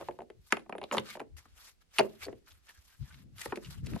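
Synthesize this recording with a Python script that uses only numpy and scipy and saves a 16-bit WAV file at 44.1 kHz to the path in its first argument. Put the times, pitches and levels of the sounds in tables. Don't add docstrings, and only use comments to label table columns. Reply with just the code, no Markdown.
import sys
import numpy as np
from scipy import signal
from scipy.fft import rfft, irfft, next_fast_len
from scipy.io import wavfile
from scipy.ndimage import uniform_filter1d

SR = 44100
rng = np.random.default_rng(int(sys.argv[2]) if len(sys.argv) > 2 else 0)


def generate_wav(signal):
    frames = np.transpose(np.atleast_2d(signal))
    scaled = np.clip(frames, -1, 1) * 32767
    pcm = np.round(scaled).astype(np.int16)
    wavfile.write(sys.argv[1], SR, pcm)


N = 176400

# f/Hz, level/dB
AIR_SPECTRUM = [(20, -5), (60, 7), (110, -8.5), (220, -12.5), (500, -19), (1000, -25), (2000, -24),
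                (5000, -26), (10000, -32), (16000, -42.5)]
# peak t/s, half-width/s, level/dB, top f/Hz
WIND_PUFFS = [(.03, 0.074, -58.5, 158), (0.396, 0.037, -57, 127), (0.991, 0.03, -54.5, 220),
              (1.341, 0.054, -49, 97.5), (1.528, 0.043, -60, 92), (2.29, 0.08, -56, 123),
              (2.54, 0.04, -62.5, 99), (2.80, 0.02, -58.5, 87.6), (3.026, 0.025, -39.5, 140.2),
              (3.15, 0.098, -56, 163), (3.251, 0.091, -55.5, 229), (3.339, 0.086, -56, 146),
              (3.50, 0.037, -51, 126), (3.693, 0.068, -48.5, 156), (3.791, 0.033, -40.5, 163),
              (3.846, 0.027, -36.5, 174), (3.895, 0.038, -41.5, 244), (3.938, 0.022, -34, 257),
              (3.968, 0.014, -42, 256)]
# start t/s, rise/s, hold/s, release/s, level/dB, treble boost and bass cut/dB
CLOTH_SWISHES = [(-.02, 0.014, 0.075, 0.056, -62.5, -4.5), (0.093, 0.027, 0.11, 0.028, -75, -0.5),
                 (0.384, .1, 0.008, 0.022, -65, 3), (0.502, .005, 0.011, 0.12, -64, -16),
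                 (0.814, 0.043, 0.073, .03, -76.5, -12.5), (0.913, 0.024, 0.046, .03, -58, -15),
                 (0.985, 0.097, 0.053, 0.061, -52.5, -6), (1.184, 0.014, 0.0095, 0.03, -63, 1),
                 (1.364, 0.0046, 0.0043, 0.071, -53.5, -4.5), (1.403, 0.043, 0.2, .03, -72.5, -4),
                 (1.539, 0.063, 0.091, 0.06, -57.5, 0.5), (1.797, 0.02, 0.0045, 0.021, -66, -3.5),
                 (1.906, 0.067, 0.029, 0.026, -49, -3.5), (2.015, 0.019, 0.0084, 0.059, -62, 8),
                 (2.071, 0.032, 0.023, 0.38, -64, -3), (2.196, 0.028, 0.0095, 0.046, -48.5, -6),
                 (2.253, 0.036, 0.0059, 0.037, -74, -10), (2.443, 0.035, 0.019, 0.13, -61.5, -2.5),
                 (2.619, 0.064, 0.021, 0.16, -60.5, -1.5), (2.756, 0.13, 0.042, 0.14, -67, 2.5),
                 (2.972, 0.059, 0.16, 0.061, -65, -3.5), (3.186, 0.034, 0.018, 0.021, -70.5, -0.5),
                 (3.344, 0.056, 0.055, 0.038, -48, -1.5), (3.464, 0.015, 0.032, 0.048, -61.5, -9.5),
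                 (3.539, 0.024, 0.0057, 0.034, -56, -5), (3.58, 0.058, 0.024, 0.094, -57.5, -2.5),
                 (3.677, 0.029, 0.012, 0.12, -56.5, 1), (3.718, 0.011, 0.071, 0.018, -75.5, -11.5),
                 (3.823, 0.029, 0.14, 0.045, -58, -5)]
# f/Hz, level/dB
CLOTH_SPECTRUM = [(30, -36.5), (300, -16.5), (700, -9.5), (1200, -1), (2300, -2), (3600, -2), (5000, -3),
                  (7000, -5), (10000, -8), (12200, -3.5), (14000, -14), (16000, -30.5)]
# f/Hz, level/dB
WALL_ECHO_SPECTRUM = [(100, 1.5), (400, -0.5), (750, 6.5), (1200, 6.5), (2000, 5), (5000, -5), (12000, -7)]
# f/Hz, level/dB
BANK_ECHO_SPECTRUM = [(60, 5.5), (400, -3), (900, -7), (2000, -7.5), (5000, -10), (14000, -16)]
# f/Hz, t60/s
BANK_ECHO_DECAY = [(100, 0.5), (400, 0.29), (1000, 0.17), (3000, 0.17), (12000, 0.11)]
# t/s, length/s, level/dB, f/Hz
HIGH_RINGS = [(0.519, 0.034, -57, 9200), (0.574, 0.04, -67, 10240), (.622, 0.011, -73, 9650),
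              (.694, .012, -62, 9650), (0.723, 0.01, -71, 9800), (0.759, 0.014, -65, 9870),
              (.78, .012, -59, 9800), (0.812, .01, -62, 9800), (0.835, 0.013, -64, 10100)]
# t/s, length/s,
# level/dB, f/Hz, ring compared with grind/dB
SCRAPES_AND_RUBS = [(0, 0.035, -43.5, 540, -20), (0.921, 0.037, -32.5, 566.4, 17),
                    (0.934, .09, -45.5, 215, -2), (0.919, 0.026, -45, 6960, 18), (0.975, 0.04, -45, 283, -2),
                    (1.094, 0.025, -49.5, 2230, 5), (2.025, 0.052, -45, 444, -14),
                    (2.07, 0.044, -64, 420, -12), (2.214, 0.044, -51.5, 2296, 6),
                    (2.238, 0.026, -48.5, 4530, 3), (2.253, .06, -51.5, 403, -1),
                    (2.469, 0.03, -64, 1490, 3.5), (2.505, 0.018, -60.5, 3430, 0),
                    (2.68, 0.031, -56.5, 1740, 4), (2.741, 0.047, -68, 1636, 11),
                    (2.864, 0.11, -71.5, 1570, -2), (3.049, 0.048, -69.5, 1760, 5.5),
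                    (3.099, 0.022, -59.5, 1496, -1), (3.132, 0.027, -62.5, 2200, -26),
                    (3.405, .02, -53, 1990, -5), (3.407, .016, -44.5, 7470, -6),
                    (3.859, 0.014, -52, 5500, -13), (3.641, 0.024, -52.5, 2830, -3),
                    (3.918, 0.073, -60, 695, -16)]
# multiple of its pitch, sharpness Q, level/dB
SLIDING_MODES = [(.45, 10, -10.5), (1, 28, 3.5), (1.665, 32, -10.5), (1.93, 30, -7)]
# t/s, thud level/dB, thud f/Hz, clack level/dB, clack f/Hz, grit level/dB
STONE_KNOCKS = [(0.011, -59, 890, -62, 2190, -63), (.086, -34, 608, -52, 2030, -63),
                (0.094, -48.5, 530, -76, 2000, -87), (.110, -57.5, 550, -61, 2060, -71),
                (0.189, -43.5, 694, -67, 1990, -68), (0.205, -45.5, 520, -60, 1900, -87),
                (0.219, -46, 530, -67, 1980, -70.5), (0.301, -50, 465, -57.5, 2200, -68),
                (0.5237, -27.5, 1164, -25, 1730, -32), (0.5267, -37, 890, -36.5, 2380, -51.5),
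                (.569, -42, 877, -44, 2200, -58), (0.5941, -61, 800, -64, 2300, -68),
                (0.6615, -61, 760, -74, 1890, -96), (.695, -41.5, 703, -59.5, 2320, -62.5),
                (.725, -41.5, 763, -44, 1880, -70.5), (.752, -40, 678, -57.5, 1850, -74.5),
                (.782, -44.5, 468, -51.5, 2260, -64.5), (.815, -42, 646, -50.5, 2220, -71.5),
                (0.83, -43.5, 560, -58.5, 2375, -65), (0.839, -44.5, 600, -46.5, 2960, -63.5),
                (0.9127, -37.5, 1330, -40, 2210, -63.5), (0.9234, -40.5, 1080, -55, 2300, -48.5),
                (0.927, -38.5, 570, -44.5, 2050, -50), (0.9383, -46.5, 600, -57.5, 2160, -50.5),
                (0.948, -33, 913, -52.5, 2500, -53), (0.9692, -33.5, 963, -48.5, 2400, -46.5),
                (.974, -37.5, 420, -48.5, 2400, -74.5), (0.9817, -33.5, 1023, -30, 2640, -44),
                (0.997, -54, 600, -72, 2800, -52.5), (1.153, -46, 568, -54.5, 2240, -83.5),
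                (1.17, -44, 620, -60, 1880, -66), (1.1964, -53.5, 600, -51, 2204, -66),
                (1.202, -41, 834, -50, 2080, -59), (1.215, -43.5, 543, -61, 1890, -75),
                (1.455, -61, 1080, -93, 1800, -92), (1.9845, -39.5, 1020, -24.5, 2660, -38),
                (1.989, -28.5, 1418, -31, 2150, -34), (1.9913, -30, 904, -30, 2310, -44),
                (1.9955, -35, 620, -34, 3700, -46.5), (2.0033, -28.5, 650, -39, 1840, -51.5),
                (2.010, -31, 420, -41, 1820, -55.5), (2.266, -45, 440, -67, 1980, -62),
                (2.2832, -40, 410, -53.5, 1370, -73), (2.328, -47, 458, -63, 2130, -78),
                (2.691, -69.5, 890, -65.5, 2760, -59.5), (3.383, -83, 920, -56, 2500, -55),
                (3.418, -70, 900, -49.5, 2620, -49.5), (3.458, -40, 540, -45, 1540, -47),
                (3.523, -35, 1000, -47, 1850, -66), (3.528, -39, 430, -69, 1800, -75),
                (3.558, -70, 507, -50, 2720, -52.5), (3.573, -39, 356, -52, 2020, -60),
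                (3.868, -57.5, 610, -54.5, 2800, -55), (3.934, -50, 525, -53, 1790, -61),
                (3.961, -43, 684, -55.5, 1980, -57.5)]
# multiple of its pitch, level/dB
STRUCK_MODES = [(1, 10), (1.6, -10.5)]
# f/Hz, level/dB
WALL_BODY_SPECTRUM = [(60, -31), (130, -16.5), (210, -1), (290, -2), (385, 3.5), (470, -1.5), (700, -12.5),
                      (2000, -34.5), (8000, -81.5)]
# f/Hz, level/dB
GRIT_SPECTRUM = [(100, -55.5), (2500, -7), (4500, 0), (5800, -8), (7200, -4.5), (8600, -14.5), (9700, 1),
                 (10800, -4), (13000, -16), (16000, -19.5)]
# t/s, level/dB, most strongly driven f/Hz
HEAVY_TOUCHES = [(1.9945, -14.5, 840), (2.0032, -16, 420), (2.044, -31, 250)]
# f/Hz, level/dB, t60/s
HEAVY_MODES = [(143, -14, .1), (210, -12, 0.15), (382, -2.5, 0.082), (415, -1.5, 0.025), (556, -15.5, 0.12),
               (617.4, -2, 0.079), (659.6, 0.5, .04), (777, -3.5, .04), (1063, -13.5, 0.054),
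               (1430, -11, 0.012), (2120, -15, 0.051), (2328, -12, 0.044), (2460, -15, 0.027),
               (2560, -14.5, .04)]

BLOW_SAMPLES, BLOW_WINDOW_S = 4096, .01


def gain_of(db):
    return 10 ** (np.asarray(db) / 20)


def unit_rms(x):
    return x / np.sqrt(np.mean(x ** 2) + 1e-20)


def look_up(points, hz):
    f, value = np.transpose(points)
    return np.interp(np.log(hz + 1), np.log(f + 1), value)


def add(mix, start_s, sound):
    part = mix[max(round(start_s * SR), 0):][:len(sound)]
    part += sound[:len(part)]


def colour(x, spectrum):
    size = next_fast_len(2 * x.shape[-1])
    log_gain = np.log(gain_of(look_up(spectrum, abs(np.fft.fftfreq(size, 1 / SR)))))
    response = np.exp(np.conj(signal.hilbert(log_gain)))[:size // 2 + 1]
    return irfft(rfft(x, size) * response, size)[..., :x.shape[-1]]


def band(x, low_hz, high_hz, order=2):
    high_hz = np.clip(high_hz, low_hz + 10, SR / 2 - 10)
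    return signal.sosfilt(signal.butter(order, [low_hz, high_hz], 'band', fs=SR, output='sos'), x)


def delayed(x, ms):
    return irfft(rfft(x) * np.exp(-2j * np.pi * np.fft.rfftfreq(N, 1 / SR) * ms / 1000), N)


def wander(samples):
    return unit_rms(uniform_filter1d(uniform_filter1d(rng.standard_normal(N), samples), samples))


def at_level(x, db):
    return x * gain_of(db) * np.sqrt(BLOW_WINDOW_S * SR / np.sum(x ** 2))


def air():
    return gain_of(-70) * unit_rms(colour(rng.standard_normal((2, N)), AIR_SPECTRUM))


def wind():
    t, out = np.arange(N) / SR, np.zeros((2, N))
    for peak_s, width_s, db, top_hz in WIND_PUFFS:
        swirls = rng.standard_normal((3, N))
        rumble = unit_rms(band(swirls[:2] + .5 * swirls[2], low_hz=48, high_hz=top_hz, order=3))
        out += gain_of(db) * np.exp(-((t - peak_s) / width_s) ** 2) * rumble
    return out * gain_of([[2], [-2]])


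def rubbing_fibres():
    crackles_per_s, shared, patch_db, flutter_db = 410, 0.34, 2.5, 2
    crackles = rng.random(N) < crackles_per_s / SR
    crackle_db = 5.5 * np.minimum(rng.exponential(1, N), 3)
    crackles = crackles * gain_of(crackle_db) * rng.choice([-1, 1], N)
    left, right = rng.standard_normal((2, N))
    left = unit_rms(left + gain_of(-5) * unit_rms(crackles))
    right = shared * delayed(left, ms=0.094) + np.sqrt(1 - shared ** 2) * right
    spectrum, hiss = rfft(np.array([left, right])), np.zeros((2, N))
    hz, centres_hz = np.fft.rfftfreq(N, 1 / SR), np.geomspace(700, 12000, 9)
    for one_band in np.eye(len(centres_hz)):
        patch = irfft(spectrum * np.interp(hz, centres_hz, one_band), N)
        hiss += patch * gain_of(patch_db * wander(samples=700))
    return unit_rms(colour(hiss * gain_of(flutter_db * wander(samples=450)), CLOTH_SPECTRUM))


def cloth():
    t, low_gain, high_gain = np.arange(N) / SR, np.zeros(N), np.zeros(N)
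    for start_s, rise_s, hold_s, release_s, db, bright_db in CLOTH_SWISHES:
        before_hold = 1 - (t - start_s) / rise_s
        after_hold = (t - start_s - rise_s - hold_s) / release_s
        stroke = np.exp(-3 * np.maximum(np.maximum(before_hold, after_hold), 0) ** 1.3)
        low_gain += stroke * gain_of(db - bright_db)
        high_gain += stroke * gain_of(db + bright_db)
    fibres = rubbing_fibres()
    low = signal.sosfilt(signal.butter(1, 3500, fs=SR, output='sos'), fibres)
    return (low * low_gain + (fibres - low) * high_gain) * gain_of([[.5], [-.5]])


def with_echoes(x):
    wall_db, wall_t60, wall_delay_s = -9, .03, .001
    bank_db, bank_delay_s = -10, 0.009
    t = np.arange(SR // 2) / SR
    wall, bank = rng.standard_normal((2, 2, len(t))) * (rng.random((2, 2, len(t))) < .1)
    wall *= gain_of(-60 * t / wall_t60) * (t > wall_delay_s)
    wall = colour(wall / np.linalg.norm(wall, axis=1, keepdims=True), WALL_ECHO_SPECTRUM)
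    wall = wall[0] * np.array([[1], [-1]])
    hz, frame_s, bands = signal.stft(bank, SR, nperseg=256)
    bands *= gain_of(-60 * frame_s / look_up(BANK_ECHO_DECAY, hz)[:, None])
    bank = signal.istft(bands, SR, nperseg=256)[1][:, :len(t)] * (t > bank_delay_s)
    bank = colour(bank / np.linalg.norm(bank, axis=1, keepdims=True), BANK_ECHO_SPECTRUM)
    reflections = gain_of(wall_db) * wall + gain_of(bank_db) * bank
    direct = np.array([x, delayed(x, ms=0.031)])
    return direct + signal.fftconvolve(x[None], reflections, axes=1)[:, :N]


def high_rings():
    out, half_width_hz = np.zeros(N), 110
    for start_s, length_s, db, hz in HIGH_RINGS:
        ring = band(rng.standard_normal(SR // 4), hz - half_width_hz, hz + half_width_hz)
        ring = unit_rms(ring[-round(length_s * SR):])
        envelope = np.sin(np.pi * np.sqrt(np.linspace(0, 1, len(ring))))
        add(out, start_s, gain_of(db) * ring * envelope)
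    return out


def scrapes():
    slips_per_s, slip_spread_db, band_ratio = 540, 3.5, 1.61
    out, size = np.zeros(N), SR // 4
    for start_s, length_s, db, hz, ring_db in SCRAPES_AND_RUBS:
        slips = (rng.random(size) < slips_per_s / SR) * rng.choice([-1, 1], size)
        slips = slips * gain_of(slip_spread_db * rng.standard_normal(size))
        ring = np.zeros(size)
        for multiple, q, mode_db in SLIDING_MODES:
            resonance = signal.iirpeak(min(hz * multiple, .45 * SR), q, SR)
            ring += gain_of(mode_db) * unit_rms(signal.lfilter(*resonance, slips))
        grind = unit_rms(band(slips, hz / band_ratio, hz * band_ratio))
        scrape = grind + gain_of(ring_db) * unit_rms(band(ring, hz / 2, hz * 2))
        scrape = unit_rms(scrape[-round(length_s * SR):])
        envelope = np.sqrt(abs(np.sin(np.linspace(0, np.pi, len(scrape)))))
        add(out, start_s, gain_of(db) * scrape * envelope)
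    return out


def contact(t60):
    t = np.arange(BLOW_SAMPLES) / SR
    ring = rng.standard_normal(len(t)) * gain_of(-60 * t / t60)
    ring[0] = 2 * np.sqrt(1 + t60 / BLOW_WINDOW_S)
    return ring


def knocks():
    thud_ratio, clack_ratio = 1.517, 1.397
    ring_t60, ring_db, wall_delay_s, wall_db = 0.058, -6, .002, -4.5
    out, t = np.zeros(N), np.arange(BLOW_SAMPLES) / SR
    for start_s, thud_db, thud_hz, clack_db, clack_hz, grit_db in STONE_KNOCKS:
        thud = band(contact(t60=0.034), thud_hz / thud_ratio, thud_hz * thud_ratio, order=3)
        ring = sum(gain_of(db - 60 * t / ring_t60) * np.sin(2 * np.pi * thud_hz * multiple * t)
                   for multiple, db in STRUCK_MODES)
        wall = colour(contact(t60=0.067), WALL_BODY_SPECTRUM)
        clack = band(contact(t60=0.017), clack_hz / clack_ratio, clack_hz * clack_ratio, order=3)
        grit = colour(contact(t60=0.014), GRIT_SPECTRUM)
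        add(out, start_s, at_level(unit_rms(thud) + gain_of(ring_db) * unit_rms(ring), thud_db))
        add(out, start_s + wall_delay_s, at_level(wall, thud_db + wall_db))
        add(out, start_s, at_level(clack, clack_db))
        add(out, start_s, at_level(grit, grit_db))
    return out


def heavy_stone():
    sharp_share, settle_s = 0.076, 0.0041
    db_per_octave = 10
    swell_cycles = 1.4
    out, t = np.zeros(N), np.arange(SR // 2) / SR
    bent_time = t + sharp_share * settle_s * (1 - np.exp(-t / settle_s))
    for start_s, db, touch_hz in HEAVY_TOUCHES:
        for hz, mode_db, t60 in HEAVY_MODES:
            drive_db = db + mode_db - db_per_octave * abs(np.log2(hz / touch_hz))
            envelope = gain_of(drive_db - 60 * t / t60) * (1 - np.exp(-t * hz / swell_cycles))
            add(out, start_s, envelope * np.sin(2 * np.pi * (hz * bent_time + rng.random())))
    return out


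def scene():
    stones = np.array([knocks() + scrapes() + high_rings(), heavy_stone()])
    small, heavy = band(stones, low_hz=90, high_hz=14400)
    to_the_right = gain_of([[-0.96], [0.96]])
    return with_echoes(small) + with_echoes(heavy) * to_the_right + cloth() + wind() + air()


def record(dry):
    low_pass = signal.firwin(511, cutoff=16300, window=("kaiser", 9), fs=SR)
    return signal.oaconvolve(dry, low_pass[None], "same")


dry = scene()
out = record(dry)
generate_wav(out)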